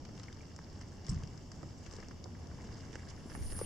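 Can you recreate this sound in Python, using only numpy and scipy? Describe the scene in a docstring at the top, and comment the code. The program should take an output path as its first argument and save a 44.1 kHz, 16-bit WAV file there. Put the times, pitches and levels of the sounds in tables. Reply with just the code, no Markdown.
"""Lawn with dung beetle and insects

Close to a lawn where a dung beetle rolls its ball. Low wind, rumble and fine hiss are coloured noise;
a gust buffets the microphone amid soft low bumps. Dry grass ticks, tocks, rustles and scrapes: clicks through
resonances, plus gritty noise. A wavering sine hums far off. In the treble: a faint chorus of band noise,
a thin gliding tone, then a nearer insect swelling into a fast, high buzz of pulses."""
import sys
import numpy as np
from scipy import signal
from scipy.fft import rfft, irfft, next_fast_len
from scipy.io import wavfile

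SR = 44100
rng = np.random.default_rng(int(sys.argv[2]) if len(sys.argv) > 2 else 0)


def dump_mix(stems):
    """Bounce the given channels to the path in sys.argv[1] as a 16-bit WAV at rate SR."""
    frames = np.atleast_2d(stems).T  # one column per channel
    limited = np.clip(frames, -1, 1)  # hard clip at full scale
    pcm = np.round(limited * 32767).astype(np.int16)
    wavfile.write(sys.argv[1], SR, pcm)


N = 160965

# Noise spectra are relative: (frequency [Hz], density [dB per Hz])
# Left-right correlation of noise: (frequency [Hz], correlation [-1..1])
STEREO_CORRELATION = [(25, 1), (80, 0.89), (160, 0.95), (350, 0.7), (800, 0.62), (2500, 0.27), (6000, 0.39),
                      (12000, 0.035)]

# Steady outdoor air: (frequency [Hz], density [dB per Hz])
AIR_SPECTRUM = [(12, -60), (20, -6), (49, -8.5), (87, -2), (311, -12.5), (370, -16), (570, -21.5),
                (823, -24), (1380, -33), (1610, -36), (2480, -37.5), (3500, -38.5), (4550, -51.5),
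                (7700, -120)]
# Fine hiss: (frequency [Hz], density [dB per Hz])
HISS_SPECTRUM = [(1500, -23), (2900, -3.5), (3500, -21.5), (4100, -13), (4700, 1.5), (5250, 5.5),
                 (6500, -3.5), (7400, -10), (8400, -20.5), (10500, -22), (15500, -24.5)]
AIR_DB, HISS_DB = -49, -66
# Low wind, relative to AIR_DB: (time [s], level [dB])
BREEZE_LEVEL = [(0, 1.5), (.3, -1), (.55, -1), (.74, 0), (.95, -0.5), (1.3, 1), (1.5, -1.5), (1.63, 2),
                (1.8, -1), (2.3, 0.5), (2.7, 2), (3.15, 0.5), (3.65, 2.5)]
# Gusts on the microphone: (time [s], level [dB], hold including attack [s], fade by 60 dB [s])
GUSTS = [(1.085, -34, 0.054, 0.5)]
GUST_ATTACK_S = 0.012
# Gust: (frequency [Hz], density [dB per Hz])
GUST_SPECTRUM = [(20, -22), (35, -3), (65, -3.5), (110, 2.5), (190, -6), (280, -19), (600, -63),
                 (2000, -79)]

# Deep rumble of air on each microphone port: (time [s], level [dB])
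RUMBLE_LEVEL = [(0, -68), (1.0, -76), (1.15, -60), (1.4, -75), (1.95, -53.5), (2.3, -66), (3.2, -59.5),
                (3.45, -42.5), (3.65, -49)]
# Rumble: (frequency [Hz], density [dB per Hz])
RUMBLE_SPECTRUM = [(15, 11.5), (25, -18), (42, -1), (65, -3), (130, -33), (500, -62)]

# Far hum: (time [s], level [dB])
HUM_LEVEL = [(0, -76), (.7, -54.5), (1.2, -76), (2.1, -70), (2.35, -53.5), (2.65, -50), (3.0, -59.5),
             (3.65, -51)]
HUM_HZ, HUM_WANDER_FRACTION = 83.3, 0.0243

# Far insect chorus: (frequency [Hz], density [dB per Hz])
CHORUS_SPECTRUM = [(6200, -49), (6900, -1), (7200, 3), (7700, 0), (8100, -19), (8550, -16), (8900, -30)]
# Chorus: (time [s], level [dB])
CHORUS_LEVEL = [(0, -78), (.6, -85), (.8, -86), (1.05, -80), (1.55, -73), (1.8, -77), (2.35, -79),
                (2.6, -78), (3.65, -73)]
CHORUS_WAVER_DB = 1.5

# Rustle of the blades: (time [s], crisp level [dB], scuff level [dB])
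RUSTLE_LEVELS = [(0, -72, -73), (.25, -65, -65), (.65, -69, -69), (.8, -62.5, -67), (1.02, -70, -68),
                 (1.12, -63, -61), (1.22, -66, -61.5), (1.45, -70, -71), (1.8, -67.5, -68.5),
                 (1.96, -61, -58.5), (2.17, -73, -72.5), (2.45, -71, -68.5), (2.6, -65, -63.5),
                 (2.95, -63, -60.5), (3.2, -68, -65), (3.33, -62, -65.5), (3.45, -62.5, -63.5),
                 (3.65, -59.5, -57.5)]
GRAINS_PER_S, GRAIN_SPREAD_DB, GRAIN_PAN_DB = 550, 3.5, 8.5
RUSTLE_PATCHY_DB, RUSTLE_PATCH_RATE_HZ = 3, 20
# Resonances of the rubbing blades: (frequency [Hz], width [Hz], gain [dB])
SCUFF_MODES = [(890, 290, -2), (1115, 240, 0), (1664, 245, 0), (2083, 450, -3.5), (2805, 490, -5)]

# Ticks of grass blades and stalks; levels before TICK_GAIN_DB:
# (time [s], thud level [dB], snap level [dB], crisp level [dB], left minus right [dB],
#  snap pitch ratio [1], crackle t60 [s])
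TICKS = [(.051, -64, -56.5, -56, 0, 1.5, .03), (.091, -55, -59.5, -64, 1, 0.78, 0.023),
         (.177, -75, -59, -58, 6, 1.8, 0.026), (.198, -68, -55, -56.5, 2, 1.34, 0.023),
         (0.233, -72, -56, -52, 4, 1.54, 0.057), (0.327, -75, -57.5, -54.5, 2, 1.8, 0.014),
         (.345, -75, -77, -63, 1, 0.94, .02), (.563, -68, -63, -53.5, 1, 1.03, 0.019),
         (0.589, -58, -51.5, -63, -1, 0.79, 0.017), (.812, -64, -55.5, -56, -.5, 1, 0.045),
         (1.066, -62, -58, -49.5, 7, 1.9, 0.038), (1.084, -51, -56.5, -52.5, -1, 1.26, .025),
         (1.096, -58, -65, -48.5, 2.5, 0.77, .03), (1.114, -70, -71, -61, 2, 1.3, .03),
         (1.133, -70, -70, -59, 2, 1.27, 0.017), (1.145, -67, -74, -55.5, 9, 1.7, .035),
         (1.235, -54, -56.5, -53.5, 0, 1.75, 0.014), (1.274, -58, -67, -56.5, 6, 1.27, 0.046),
         (1.376, -73, -67, -56, 9, 1.04, 0.022), (1.517, -75, -56, -52, 1, 0.91, 0.028),
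         (1.63, -45.5, -52.5, -59, -6, 0.8, 0.02), (1.863, -53.5, -56, -59.5, 5, 1.5, 0.037),
         (1.911, -67, -70, -53.5, 9, 1, 0.028), (1.937, -49, -65, -54, 1, 0.89, .015),
         (1.965, -56, -73, -54, 7, 1.2, 0.027), (1.985, -48, -55, -69, 0, 0.65, 0.071),
         (2.001, -62, -62, -55, 7, 0.76, 0.029), (2.027, -55, -51.5, -67, 4, 1, 0.042),
         (2.085, -58, -64, -53.5, 2, 0.91, 0.011), (2.11, -54, -53.5, -64, -1, 1, 0.055),
         (2.241, -55, -59, -52, 4, 2.36, 0.015), (2.256, -47.5, -50, -77, -12, 0.55, 0.045),
         (2.471, -64, -72, -59, 7, 1.2, .025), (2.929, -53, -53.5, -56, -5, 1.14, 0.088),
         (2.955, -47, -46.5, -51.5, -2.5, 1.02, 0.027), (3.087, -57, -60, -53, -1, 1.15, 0.068),
         (3.1, -77, -64, -51, 1, 1.1, .07), (3.299, -66, -54, -57, -1.5, 1, 0.079),
         (3.35, -50, -45, -59, -7, 0.88, 0.048), (3.522, -47.5, -56.5, -54.5, 0, 1, .015),
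         (3.59, -53, -51, -51.5, -1, 0.72, 0.013), (3.613, -34.5, -47.5, -60, 0, 0.89, .025)]
# Low resonances of the turf: (frequency [Hz], width [Hz], gain [dB])
THUD_MODES = [(285, 170, -3), (474, 290, -2)]
# Middle resonances, before the pitch ratio: (frequency [Hz], width [Hz], gain [dB])
SNAP_MODES = [(890, 200, -2), (1550, 300, -1.5), (2030, 380, -3.5), (2870, 640, -10)]
# High resonances, of ticks and rustle: (frequency [Hz], width [Hz], gain [dB])
CRISP_MODES = [(5060, 516, 10), (6270, 1170, 2.5), (7420, 430, 1.5), (8370, 3100, -19.5)]
TICK_GAIN_DB, TICK_SAMPLES = -8.5, 2048
SPLINTERS_PER_S, SPLINTER_DB, SPLINTER_STEREO_RATIO = 3000, -7.5, 1

# Tocks of dry stalks; levels before TICK_GAIN_DB: (time [s], pitch [Hz], level [dB])
TOCKS = [(.283, 2030, -51.5), (.407, 2350, -58.5), (.515, 1740, -63.5), (2.35, 1640, -58),
         (2.513, 1550, -58), (2.586, 950, -57), (2.689, 1700, -58.5), (2.718, 1640, -64),
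         (2.836, 1570, -60), (2.861, 1150, -65), (3.031, 1690, -57), (3.072, 1630, -59),
         (3.318, 1660, -53.5)]
TOCK_WIDTH_HZ, TOCK_CRACKLE_T60_S = 240, .022

# One blade scrapes as the gust arrives: (frequency [Hz], density [dB per Hz])
SCRAPE_SPECTRUM = [(2500, -18), (4400, -22), (5400, 7), (6200, -12), (7600, 0.5), (9000, -10),
                   (10600, -21.5), (12000, -42), (16000, -54)]
SCRAPE_PEAK_S, SCRAPE_DB, SCRAPE_ATTACK_S, SCRAPE_T60_S = 1.097, -44, 0.0064, 0.087

# Soft low bumps: (time [s], pitch [Hz], envelope peak [dB])
BUMPS = [(1.101, 106, -29.5), (1.125, 115, -29), (1.16, 90, -29), (1.195, 83.4, -33.5), (2.65, 202, -38),
         (2.898, 293, -40), (3.257, 285, -35.5), (3.376, 240, -39), (3.407, 83, -32.5), (3.538, 109, -53)]
BUMP_RISE_CYCLES = 0.52

# Far insect: (time [s], pitch [Hz], level [dB])
THIN_TONE = [(2.05, 10080, -104), (2.25, 9930, -96), (2.5, 9940, -91), (2.65, 10000, -102),
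             (2.9, 9814, -92.5), (3.2, 9780, -87.5), (3.65, 9630, -85)]
THIN_WANDER_FRACTION = 0.0113

# Near insect, before pan and rasp: (time [s], level [dB])
BUZZ_LEVEL = [(3.0, -86), (3.24, -88), (3.3, -70), (3.335, -69), (3.36, -55.5), (3.385, -71), (3.405, -61),
              (3.42, -63), (3.455, -55.5), (3.5, -56), (3.53, -50), (3.55, -52.5), (3.573, -47.5),
              (3.61, -51.5), (3.635, -48), (3.65, -51)]
# Its pitch, which also sets the pulse rate: (time [s], pitch [Hz])
BUZZ_PITCH = [(3.33, 9640), (3.43, 9400), (3.47, 9540), (3.52, 9640), (3.59, 9620), (3.65, 9440)]
CYCLES_PER_PULSE, PULSE_SLIP_RAD, PULSE_JITTER_FRACTION, PULSE_SPREAD_DB = 22.75, .62, 0.00583, 1.2
BUZZ_PAN_DB, BUZZ_RIGHT_LEAD_S = -5, .000015
# Rasp round the ringing tone: (frequency [Hz], density [dB per Hz])
RASP_SPECTRUM = [(7000, -19), (8500, -12), (9050, -1), (9250, -4), (9800, 3), (10050, -9), (10450, -4),
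                 (11300, -19), (11700, -11), (12000, -17), (13200, -52)]
RASP_GAIN, RASP_PAN_DB = 0.36, 12
# Its two upper bands: (frequency [Hz], density [dB per Hz])
OVERTONE_SPECTRUM = [(11450, -28), (11730, -5), (12000, -22), (12300, -4), (12600, -2), (12850, -17),
                     (13200, -45)]
# Upper bands, before pan and pulsing: (time [s], level [dB])
OVERTONE_LEVEL = [(3.0, -110), (3.26, -92), (3.33, -78), (3.45, -73), (3.58, -68.5), (3.65, -69)]
OVERTONE_PAN_DB = 10

# Narrow gaps in the microphone's response: (frequency [Hz], width [Hz])
NOTCHES = [(2500, 178), (5000, 120), (7500, 71)]
CUTOFF_HZ = 15700


def from_db(db):
    """Decibels to gain."""
    return 10 ** (np.asarray(db) / 20)


def rms_one(x):
    """Scale to rms 1."""
    return x / np.sqrt(np.mean(x ** 2) + 1e-30)


def in_time(rows):
    """Each column of a curve at every sample."""
    s, *columns = np.transpose(rows)
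    return [np.interp(np.arange(N) / SR, s, column) for column in columns]


def at_hz(points, hz):
    """Read a spectrum on a log-frequency axis."""
    f, value = np.transpose(points)
    return np.interp(np.log(hz + 1), np.log(f), value)


def panned(db):
    """Left and right gains for a left-minus-right level."""
    return from_db(np.array([[.5], [-.5]]) * db)


def drift(rate_hz):
    """Slow chance of rms 1: noise through a double pole, computed every 40 samples."""
    step = 40
    r = np.exp(-2 * np.pi * rate_hz * step / SR)
    white = rng.standard_normal(N // step + 2002)
    slow = signal.lfilter([1], [1, -2 * r, r * r], white)[2000:]  # drop the settling
    return np.interp(np.arange(N) / step, np.arange(len(slow)), rms_one(slow))


def noise(spectrum):
    """Coloured stereo noise, alike in the bass and diffuse in the treble; rms 1."""
    size = next_fast_len(N)
    hz = np.arange(size // 2 + 1) * SR / size
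    mid, side = rfft(rng.standard_normal((2, size)))
    alike = np.clip(at_hz(STEREO_CORRELATION, hz), -1, 1)
    both = np.sqrt(1 + alike) * mid + np.sqrt(1 - alike) * side * [[1], [-1]]
    gain = (hz > 14) * from_db(at_hz(spectrum, hz))
    return rms_one(irfft(both * gain, size)[:, :N])


def resonate(x, modes):
    """Parallel resonances with alternating signs, low-passed above the last one."""
    out = 0
    for k, (hz, width_hz, db) in enumerate(modes):
        r = np.exp(-np.pi * width_hz / SR)
        b = (1 - r * r) / 2
        poles = [1, -2 * r * np.cos(2 * np.pi * hz / SR), r * r]
        ring = signal.lfilter([b, 0, -b], poles, x + 1e-18)
        out = out + (-1) ** k * from_db(db) * ring
    top_hz = min(modes[-1][0] * 1.233, SR / 3)
    return signal.sosfilt(signal.butter(4, top_hz, fs=SR, output="sos"), out)


def crackle(t60_s):
    """A click, then a dying spray of separate splinters."""
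    t = np.arange(TICK_SAMPLES) / SR
    born = rng.random(TICK_SAMPLES) < SPLINTERS_PER_S / SR
    common = rng.standard_normal(TICK_SAMPLES)
    sizes = common + SPLINTER_STEREO_RATIO * rng.standard_normal((2, TICK_SAMPLES))
    return (t == 0) + born * sizes * from_db(SPLINTER_DB - 60 * t / t60_s)


def add(out, s, db, ring):
    """Mix one short ring in at its time and level."""
    i = int(s * SR)
    out[:, i:i + TICK_SAMPLES] += (from_db(db + TICK_GAIN_DB) * rms_one(ring))[:, :N - i]


def wind():
    """Low steady air, fine hiss and short gusts on the microphone, all coloured noise."""
    breeze_db, = in_time(BREEZE_LEVEL)
    t, gust_gain = np.arange(N) / SR, 0
    for s, db, hold_s, fade_s in GUSTS:
        attack = np.clip((t - s) / GUST_ATTACK_S, 0, 1)
        gust_gain = gust_gain + attack * from_db(db - 60 * np.maximum(t - s - hold_s, 0) / fade_s)
    air = from_db(AIR_DB + breeze_db) * noise(AIR_SPECTRUM)
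    hiss = from_db(HISS_DB + .5 * drift(24)) * noise(HISS_SPECTRUM)
    return air + hiss + gust_gain * noise(GUST_SPECTRUM)


def rumble():
    """Independent deep noise at each microphone port."""
    db, = in_time(RUMBLE_LEVEL)
    left, right = noise(RUMBLE_SPECTRUM)[0], noise(RUMBLE_SPECTRUM)[1]
    return from_db(db) * np.array([left, right])


def hum():
    """A low far drone: one sine wavering in pitch and level."""
    db, = in_time(HUM_LEVEL)
    hz = HUM_HZ * (1 + HUM_WANDER_FRACTION * drift(3.62))
    return np.sqrt(2) * from_db(db + 1.2 * drift(21)) * np.sin(2 * np.pi * np.cumsum(hz) / SR)


def chorus():
    """Distant insects blurred into a faint noise band that swells and fades."""
    db, = in_time(CHORUS_LEVEL)
    waver_db = CHORUS_WAVER_DB * np.clip(drift(3.3), -2, 1.5)
    return from_db(db + waver_db) * noise(CHORUS_SPECTRUM)


def rustle():
    """Dense tiny clicks of rubbing blades, scattered in pan; each resonance comes and goes in clumps."""
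    out = 0
    for db, modes in zip(in_time(RUSTLE_LEVELS), (CRISP_MODES, SCUFF_MODES)):
        layer = 0
        for mode in modes:
            born = rng.random(N) < GRAINS_PER_S / SR
            grain_db = GRAIN_SPREAD_DB * np.minimum(rng.exponential(1, N), 4)
            patch_db = RUSTLE_PATCHY_DB * np.clip(drift(RUSTLE_PATCH_RATE_HZ), -2, 2)
            clicks = born * from_db(grain_db + patch_db) * rng.choice([-1, 1], N)
            layer = layer + resonate(clicks * panned(GRAIN_PAN_DB * rng.standard_normal(N)), [mode])
        out = out + from_db(db) * rms_one(layer)
    return out


def ticks():
    """Each crackle has its own decay and rings in the turf; the snap's pitch depends on the blade."""
    out = np.zeros((2, N))
    for s, thud_db, snap_db, crisp_db, pan_db, ratio, t60_s in TICKS:
        burst = crackle(t60_s) * panned(pan_db)
        snap = [(hz * ratio, width_hz, db) for hz, width_hz, db in SNAP_MODES]
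        for db, modes in ((thud_db, THUD_MODES), (snap_db, snap), (crisp_db, CRISP_MODES)):
            add(out, s, db, resonate(burst, modes))
    return out


def tocks():
    """A flicked stalk: a crackle through one resonance rings briefly at one pitch."""
    out = np.zeros((2, N))
    for s, hz, db in TOCKS:
        add(out, s, db, resonate(crackle(TOCK_CRACKLE_T60_S), [(hz, TOCK_WIDTH_HZ, 0)]))
    return out


def scrape():
    """A short bright slide of one blade: noise made gritty by fast level flicker."""
    t = np.arange(N) / SR - SCRAPE_PEAK_S
    rise = np.exp(np.minimum(t, 0) / SCRAPE_ATTACK_S)
    shape = rise * from_db(SCRAPE_DB - 60 * np.maximum(t, 0) / SCRAPE_T60_S)
    grit = rms_one(from_db(6.1 * drift(230)))
    return shape * grit * noise(SCRAPE_SPECTRUM) * panned(3.6)


def bumps():
    """Soft knocks: sines that swell and die within about two cycles."""
    out = 0
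    for s, hz, db in BUMPS:
        cycles = np.maximum(np.arange(N) / SR - s, 0) * hz
        age = np.minimum(cycles / BUMP_RISE_CYCLES, 20)
        envelope = (age * np.exp(1 - age)) ** 2  # peaks at age 1
        out = out + from_db(db) * envelope * np.sin(2 * np.pi * cycles)
    return out


def far_insect():
    """A thin sine, unsteady in pitch and level, that sinks slowly."""
    hz, db = in_time(THIN_TONE)
    phase = 2 * np.pi * np.cumsum(hz * (1 + THIN_WANDER_FRACTION * drift(297))) / SR
    tone = np.sqrt(2) * from_db(db + 2.7 * drift(25)) * np.sin(phase)
    started = np.arange(N) > THIN_TONE[0][0] * SR
    return tone * panned(16) * started


def near_insect():
    """Fast short swells, each restarting one high gliding tone, with rasp and two upper bands."""
    t = np.arange(N) / SR
    (db,), (hz,), (upper_db,) = in_time(BUZZ_LEVEL), in_time(BUZZ_PITCH), in_time(OVERTONE_LEVEL)
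    pulse_hz = hz / CYCLES_PER_PULSE * (1 + PULSE_JITTER_FRACTION * drift(75.4))
    pulse_count = np.cumsum(pulse_hz) / SR
    which, age = pulse_count.astype(int), pulse_count % 1
    pulse_gain = from_db(PULSE_SPREAD_DB * rng.standard_normal(N)[which])
    pulse = rms_one(np.sin(np.pi * age) * pulse_gain)
    phase = 2 * np.pi * CYCLES_PER_PULSE * age + PULSE_SLIP_RAD * rng.standard_normal(N)[which]
    right_lead = 2 * np.pi * hz * BUZZ_RIGHT_LEAD_S * np.array([[0], [1]])
    tone = np.sqrt(2) * np.sin(phase + right_lead) * panned(BUZZ_PAN_DB)
    rasp = RASP_GAIN * noise(RASP_SPECTRUM) * panned(RASP_PAN_DB)
    song = from_db(db) * (tone + rasp)
    upper = from_db(upper_db) * noise(OVERTONE_SPECTRUM) * panned(OVERTONE_PAN_DB)
    fade_in = np.clip((t - BUZZ_LEVEL[0][0]) * 10, 0, 1)  # 0.1 s
    return fade_in * (pulse * song + (.5 + .5 * pulse) * upper)


def scene():
    """Wind, grass and insects together."""
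    air = wind() + rumble() + hum()
    grass = rustle() + ticks() + tocks() + scrape()
    insects = chorus() + far_insect() + near_insect()
    return air + grass + bumps() + insects


def record(dry):
    """Narrow notches in the microphone's response; the top is cut steeply."""
    for hz, width_hz in NOTCHES:
        dry = signal.lfilter(*signal.iirnotch(hz, hz / width_hz, fs=SR), dry)
    return signal.sosfilt(signal.ellip(10, .1, 70, CUTOFF_HZ, fs=SR, output="sos"), dry)


dry = scene()
out = record(dry)
dump_mix(out)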